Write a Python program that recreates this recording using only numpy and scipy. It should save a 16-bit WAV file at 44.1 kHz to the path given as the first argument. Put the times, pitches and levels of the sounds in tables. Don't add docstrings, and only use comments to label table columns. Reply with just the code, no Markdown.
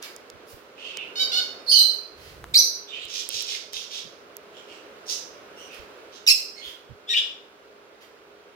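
import sys
import numpy as np
from scipy import signal
from scipy.fft import rfft, irfft, next_fast_len
from scipy.io import wavfile
from scipy.ndimage import uniform_filter1d, minimum_filter1d

SR = 44100
rng = np.random.default_rng(int(sys.argv[2]) if len(sys.argv) > 2 else 0)


def dump(signal):
    limited = np.clip(np.atleast_2d(signal).T, -1, 1)
    pcm = np.round(limited * 32767).astype(np.int16)
    wavfile.write(sys.argv[1], SR, pcm)


N = 377055
TIME_S = np.arange(N) / SR
TOP_HZ = 15800

# [f/Hz, level/dB]
AIR_COLOUR = [(25, -38.5), (60, -17), (140, -17.5), (240, -9), (330, -4.5), (420, -0.5), (530, -0.5),
              (800, -10), (1400, -6.5), (1800, -13), (2600, -14), (4500, -21), (8500, -32.5), (15500, -28)]
# [t/s, level/dB]
AIR_LEVEL = [(0.0, -49.5), (0.74, -51), (1.29, -45.5), (2.21, -51.5), (3.79, -52.5), (4.86, -48.5),
             (6.0, -48), (6.43, -53), (8.55, -53.5)]
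# [f/Hz, correlation/1]
AIR_CORRELATION = [(60, 0.68), (300, 0.77), (600, 0.7), (1200, -0.06), (3000, 0.08), (12000, -0.95)]
# [f/Hz, level/dB]
AIR_BALANCE = [(60, -6), (250, -2.5), (1000, -2), (2500, -4), (5000, -5.5), (12000, -4.5)]
HUM_HZ, HUM_DB = 410.3, -60.5

# [f/Hz, level/dB]
DRAUGHT_COLOUR = [(28, -12.5), (45, -5.5), (80, -2.5), (130, -7.5), (250, -21.5), (600, -40.5)]
DRAUGHT_PEAK_S, DRAUGHT_LEAD_S, DRAUGHT_DB = 2.51, 0.42, -47.5
DRAUGHT_RISE_DB_PER_S, DRAUGHT_FALL_DB_PER_S = 37, 130

# [t/s, level/dB, centre f/Hz, left minus right/dB]
TICKS = [(0.027, -25, 7000, -6), (0.164, -31, 6900, -9), (.301, -33, 5740, -9), (.972, -19, 4300, -6),
         (2.442, -25.5, 1410, 3.5), (3.053, -34, 9000, -2), (3.29, -23, 10900, -25.5),
         (3.424, -28, 10500, -20), (3.733, -24.5, 7700, -6), (4.368, -29.5, 11400, -22.5),
         (5.746, -40.5, 11000, -13)]
# [t/s, level/dB, centre f/Hz]
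BUMPS = [(0.331, -45, 120), (0.528, -42.5, 82), (3.038, -49, 92), (3.344, -45.5, 97), (3.759, -52, 62),
         (4.041, -42.5, 176), (5.789, -41.5, 66.5), (6.65, -45.5, 64), (6.893, -34.5, 123)]
TICK_DECAY_S, BUMP_PAN_DB = 0.0005, -16

# [t/s, length/s, level/dB, tilt/(dB/octave)]
FLICKS = [(0.019, 0.032, -36, 2.5), (.465, 0.071, -48.5, 8), (2.161, .18, -50.5, 2),
          (5.705, 0.079, -48.5, 2), (6.625, 0.086, -45, 2.5), (8.007, 0.028, -49, 1.5)]
# [f/Hz, level/dB]
FEATHER_COLOUR = [(700, 6), (2000, 14.5), (5000, 9.5), (8000, -2.5), (11000, -2.5), (15000, -4.5)]

# [f/Hz, T60/s]
ROOM_T60 = [(1500, 0.53), (3000, 0.41), (5000, 0.5), (9000, .38), (15000, 0.42)]
# [f/Hz, share/1]
PORT_SHADOW = [(1500, 0.9), (2700, 0.85), (4200, 0.81), (6300, 0.84), (8500, 0.69), (14000, 0.46)]

# [f/Hz, level/dB]
NASAL_THROAT = [(750, -25), (1500, -13.5), (2250, -17.5), (3000, -2.5), (3800, 0), (4550, 0.5),
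                (5300, -7.5), (6100, -15.5), (7600, -22), (8900, -35.5), (12000, -24.5), (15500, -41.5)]
WHISTLE_THROAT = [(2300, -23), (3000, -19.5), (4200, 6), (5800, -2), (7000, -10), (8200, -18),
                  (9900, -10.5), (10800, -20), (12200, -16.5), (13500, -21), (15500, -30)]
LOW_THROAT = [(2300, -13.5), (3200, -0.5), (4600, -1), (6100, -7), (7500, -28), (9200, -27), (12000, -27),
              (15500, -38.5)]
SHARP_THROAT = [(2050, -23), (2500, -11), (3300, -4.5), (4200, -1.5), (5200, -1), (6200, -8), (7500, -14),
                (9000, -21.5), (10200, -19.5), (12600, -16.5), (15500, -26)]
CHIRRUP_THROAT = [(1500, -37), (1900, -21), (2400, -2), (3000, 4.5), (3700, -6), (4500, -12.5),
                  (5600, -21.5), (6500, -25.5), (7700, -26.5), (9300, -38), (11000, -42.5), (14000, -40)]
RASP_THROAT = [(1200, -45), (1900, -21.5), (2500, -9.5), (3400, 3), (4500, -4), (5800, 3.5), (7000, -11.5),
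               (8600, -15.5), (10000, -18.5), (15500, -24)]
# [t/s, length/s, f/Hz, level/dB, 3-6 kHz brightness/(dB/octave), roughness/1 (clipped to 0-1)]
RASPS = [(3.08, .15, 625, -33.5, -3.5, 0.84), (3.282, .14, 603.3, -31.5, -2, 0.84),
         (3.45, .12, 605.5, -32.5, -6, 1.02), (3.72, .12, 593.6, -35, -2.5, 1.06),
         (3.9, 0.11, 596, -36.5, -6, 0.85), (5.056, 0.032, 959, -44.5, 8, 0.53),
         (5.08, 0.062, 968, -28.5, 7, 0.8), (6.115, 0.072, 944, -48.5, -6, 0.82)]
WARBLES = [(.77, .18, 2910, -40, 8, 0.81), (.935, 0.11, 2746, -36.5, -7.5, 0.62),
           (2.872, 0.049, 3540, -41, 3, 0.42), (2.905, 0.104, 2897, -37.5, 3, 0.97),
           (2.99, 0.065, 3596, -38.5, 6.5, 1.06), (4.52, 0.11, 2960, -51, 16, 1.1),
           (4.67, 0.11, 2710, -48, 14.5, 1.07), (5.56, .11, 2912, -46.5, 24.5, .36),
           (5.68, 0.098, 2495, -47, 4.5, 0.9), (6.555, 0.059, 2133, -44.5, 8, 0.39),
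           (6.612, 0.085, 3307, -38.5, 1.5, 0.44)]
# [t/s, length/s, first f/Hz, middle f/Hz, last f/Hz, level/dB, swell over the note/dB, roughness/1, voice]
NOTES = [(1.154, 0.036, 722, 745, 735, -31.5, 6.5, 0.02, "nasal"),
         (1.193, 0.045, 748.5, 765.8, 748, -23.5, 0, 0.05, "nasal"),
         (1.316, 0.081, 712, 727.3, 757.5, -25, 4.5, 0.13, "nasal"),
         (1.662, 0.028, 4780, 4330, 4410, -31.5, 18, 0.22, "long"),
         (1.682, 0.024, 4290, 4440, 4340, -20.5, 18, 0.12, "long"),
         (1.692, 0.052, 4754, 4890, 4810, -18.5, 4.5, 0.14, "long"),
         (1.712, 0.049, 3220, 2985, 3138, -21, 10.5, 0.11, "low"),
         (1.714, 0.05, 4470, 4420, 4300, -14.5, 6, .24, "long"),
         (1.75, 0.067, 4182, 4057, 4215, -13.5, -1.5, .08, "long"),
         (2.538, 0.013, 3600, 3840, 3970, -22.5, 0.5, 0.3, "rising"),
         (2.553, 0.012, 4320, 4087, 3940, -10, -2, 0.18, "rising"),
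         (2.542, 0.0079, 2490, 2334, 2320, -18.5, 0, 0.31, "low"),
         (2.565, 0.019, 4350, 4950, 6060, -14.5, -3, 0.1, "rising"),
         (2.586, 0.017, 5760, 6057, 5907, -13.5, -4.5, 0.16, "rising"),
         (6.265, 0.0062, 1880, 1850, 1860, -27, -5, 0.14, "sharp"),
         (6.272, 0.011, 3280, 2555, 2470, -17.5, 5.5, 0.22, "sharp"),
         (6.283, 0.011, 2503, 2460, 2880, -15, -6, 0.18, "sharp"),
         (6.294, 0.019, 2094, 2092, 2110, -23, -6.5, 0.22, "sharp"),
         (6.303, 0.015, 2906, 2582, 2750, -16.5, -0.5, .19, "sharp"),
         (7.071, 0.025, 1637, 1730, 1850, -39, 29, 0.27, "chirrup"),
         (7.097, 0.042, 1843, 1875, 1760, -25, 1, 0.26, "chirrup"),
         (7.135, 0.011, 2276, 2394, 2580, -25.5, 4, .4, "chirrup"),
         (7.142, 0.037, 2843, 2920, 2915, -23, 0, 0.19, "chirrup"),
         (7.163, 0.0423, 1683, 1745, 1680, -24, -6, 0.46, "chirrup")]
VOICES = {"nasal": (NASAL_THROAT, -0.5, -6, .37), "long": (WHISTLE_THROAT, -4, -10, .45),
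          "low": (LOW_THROAT, -1, -9, .45), "rising": (WHISTLE_THROAT, 1.9, -5.5, .18),
          "sharp": (SHARP_THROAT, 6, -5.5, .19), "chirrup": (CHIRRUP_THROAT, 0, 3.5, .35)}
NOTE_ATTACK_S, NOTE_RELEASE_S = 0.003, 0.002
QUAVER_SHARE, QUAVER_RATE_HZ = 0.061, 220


def undb(db):
    return 10 ** (np.asarray(db) / 20)


def unit(x):
    return x / np.sqrt(np.mean(x ** 2) + 1e-18)


def at_hz(points, hz):
    f, value = np.transpose(points)
    return np.interp(np.log(np.maximum(hz, 1)), np.log(f), value)


def noise(colour, size):
    hz = np.fft.rfftfreq(size, 1 / SR)
    low_cut = np.minimum(hz / colour[0][0], 1) ** 2
    gain = undb(at_hz(colour, hz)) * low_cut
    return unit(irfft(rfft(rng.standard_normal(size)) * gain, size))


def wander(rate_hz, size):
    steps = np.arange(size) * rate_hz / SR
    count = int(steps[-1]) + 2
    return np.interp(steps, np.arange(count), rng.standard_normal(count))


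def arch(length_s):
    return np.sqrt(np.sin(np.linspace(0, np.pi, int(length_s * SR))).clip(0))


def pan(db):
    return undb(np.array([[db], [-db]]) / 2)


def add(out, start_s, x):
    i = max(int(start_s * SR), 0)
    out[:, i:i + x.shape[-1]] += x[..., :N - i]


def background(air_trim_db=2, waver=0.25):
    hz = np.fft.rfftfreq(N, 1 / SR)
    correlation = at_hz(AIR_CORRELATION, hz).clip(-1, 1)
    mid = rfft(noise(AIR_COLOUR, N)) * np.sqrt((1 + correlation) / 2)
    side = rfft(noise(AIR_COLOUR, N)) * np.sqrt((1 - correlation) / 2)
    lean = undb(at_hz(AIR_BALANCE, hz) / 2)
    air = irfft(np.array([(mid + side) * lean, (mid - side) / lean]), N)
    air_db = np.interp(TIME_S, *np.transpose(AIR_LEVEL)) + air_trim_db
    hum = np.sin(2 * np.pi * HUM_HZ * TIME_S) * np.sqrt(2) * (1 + waver * wander(13, N))
    return air * undb(air_db) + hum * undb(HUM_DB) * pan(-1.5)


def draught():
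    t = TIME_S - DRAUGHT_PEAK_S
    db = DRAUGHT_DB + np.minimum(DRAUGHT_RISE_DB_PER_S * t, -DRAUGHT_FALL_DB_PER_S * t)
    onset = ((t + DRAUGHT_LEAD_S) / 0.059).clip(0, 1)
    return noise(DRAUGHT_COLOUR, N) * undb(db) * onset * pan(-5)


def shake(colour, size, apart=0.57):
    common = noise(colour, size)
    separate = np.array([noise(colour, size) for _ in range(2)])
    return unit(common + apart * separate)


def handling(skirt_db=-15, bump_rise_s=0.013, bump_trim_db=-7):
    out, t = np.zeros((2, N)), TIME_S[:SR // 5]
    for start_s, db, hz, pan_db in TICKS:
        colour = [(hz / 4, skirt_db), (hz, 0), (hz * 2, skirt_db), (hz * 10, 2 * skirt_db)]
        tick = shake(colour, len(t)) * np.exp(-t / TICK_DECAY_S)
        add(out, start_s, tick * undb(db) * pan(pan_db))
    push = t / bump_rise_s * np.exp(1 - t / bump_rise_s)
    for start_s, db, hz in BUMPS:
        colour = [(hz * 0.44, -8), (hz, 0), (hz * 2, -16), (hz * 10, -70)]
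        thud = shake(colour, len(t)) * push
        add(out, start_s, thud * undb(db + bump_trim_db) * unit(pan(BUMP_PAN_DB)))
    return out


def room(x, direct_db, pan_db, lag_ms, early_db=-5, build_s=0.0047):
    t = TIME_S[:int(SR * 3 / 4)]
    hz = np.fft.rfftfreq(len(t), 1 / SR)
    spectrum, tail = rfft(rng.standard_normal((2, len(t)))), 0
    centres_hz = [f for f, _ in ROOM_T60]
    for share, (_, t60_s) in zip(np.eye(len(centres_hz)), ROOM_T60):
        band = irfft(spectrum * np.interp(hz, centres_hz, share), len(t))
        tail = tail + band * np.exp(-np.log(1000) * t / t60_s)
    response = unit(tail * (1 - np.exp(-t / build_s))) / np.sqrt(len(t))
    lag = int(abs(lag_ms) * SR / 1000)
    response[[0, 1], [0, lag]] += undb(direct_db)
    for port in response:
        echoes = rng.integers(SR // 400, SR // 70, size=3)
        port[echoes] += undb(direct_db + early_db) * rng.uniform(-1, 1, size=3)
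    size = next_fast_len(len(x) + len(t))
    shade = pan(pan_db) ** at_hz(PORT_SHADOW, np.fft.rfftfreq(size, 1 / SR))
    return irfft(rfft(x, size) * rfft(response, size) * shade, size)


def feathers():
    out = np.zeros((2, N))
    for start_s, length_s, db, tilt_db in FLICKS:
        swell = arch(length_s)
        colour = [(hz, level_db + tilt_db * np.log2(hz)) for hz, level_db in FEATHER_COLOUR]
        swish = noise(colour, len(swell)) * swell * undb(db)
        add(out, start_s, room(swish, direct_db=-5.5, pan_db=-6, lag_ms=0.2))
    return out


def syrinx(hz, rough, throat, bright_db=0, jitter=0.1426, flutter_hz=1500, hiss=0.78, shimmer=0.67):
    size = len(hz)
    shaken_hz = hz * (1 + jitter * rough * wander(flutter_hz, size))
    phase = 2 * np.pi * np.cumsum(shaken_hz) / SR
    k = np.arange(1, int(TOP_HZ / hz.min()) + 1)[:, None]
    throat = [(f, db + bright_db * np.log2(np.clip(f, 3000, 6000) / 3000)) for f, db in throat]
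    gains = undb(at_hz(throat, k * hz)) * (k * hz < TOP_HZ)
    tone = (gains * np.sin(k * phase)).sum(axis=0)
    tone = tone / np.sqrt((gains ** 2).sum(axis=0) / 2)
    breath = hiss * rough * noise(throat, size)
    return unit((tone + breath) * np.exp(shimmer * rough * wander(400, size)))


def chatter(syllables, throat, direct_db, pan_db, bend):
    out = np.zeros((2, N))
    for start_s, length_s, hz, db, bright_db, rough in syllables:
        effort = arch(length_s)
        bent_hz = hz * (1 + bend * (effort - effort.mean()))
        sound = syrinx(bent_hz, np.clip(rough, 0, 1), throat, bright_db) * effort
        add(out, start_s, room(sound * undb(db), direct_db, pan_db, lag_ms=0.44))
    return out


def note(length_s, pitches_hz, swell_db, rough, throat):
    t = TIME_S[:int(length_s * SR)]
    along = t / length_s
    arc_hz = np.polyval(np.polyfit([0, 0.5, 1], pitches_hz, 2), along)
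    hz = arc_hz * (1 + QUAVER_SHARE * rough * wander(QUAVER_RATE_HZ, len(t)))
    gate = np.minimum(t / NOTE_ATTACK_S, (length_s - t) / NOTE_RELEASE_S).clip(0, 1)
    return syrinx(hz, rough, throat) * gate * undb(swell_db * (along - 0.5))


def loud_calls():
    out = np.zeros((2, N))
    for start_s, length_s, first_hz, middle_hz, last_hz, db, swell_db, rough, voice in NOTES:
        throat, direct_db, pan_db, lag_ms = VOICES[voice]
        pitches_hz = (first_hz, middle_hz, last_hz)
        sound = note(length_s, pitches_hz, swell_db, np.clip(rough, 0, 1), throat)
        add(out, start_s, room(sound * undb(db), direct_db, pan_db, lag_ms))
    return out


def scene():
    warbles = chatter(WARBLES, CHIRRUP_THROAT, direct_db=-5.0, pan_db=-9.0, bend=0.094)
    rasps = chatter(RASPS, RASP_THROAT, direct_db=-3.5, pan_db=-10.0, bend=0.092)
    return background() + draught() + handling() + feathers() + warbles + rasps + loud_calls()


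def record(dry, ceiling_db=-1.5):
    peak = np.abs(dry).max(axis=0) + 1e-9
    allowed = np.minimum(1, undb(ceiling_db) / peak)
    gain = uniform_filter1d(minimum_filter1d(allowed, size=441), size=441)
    low_pass = signal.ellip(10, 0.2, 90, TOP_HZ, fs=SR, output="sos")
    return signal.sosfilt(low_pass, dry * gain)


dry = scene()
out = record(dry)
dump(out)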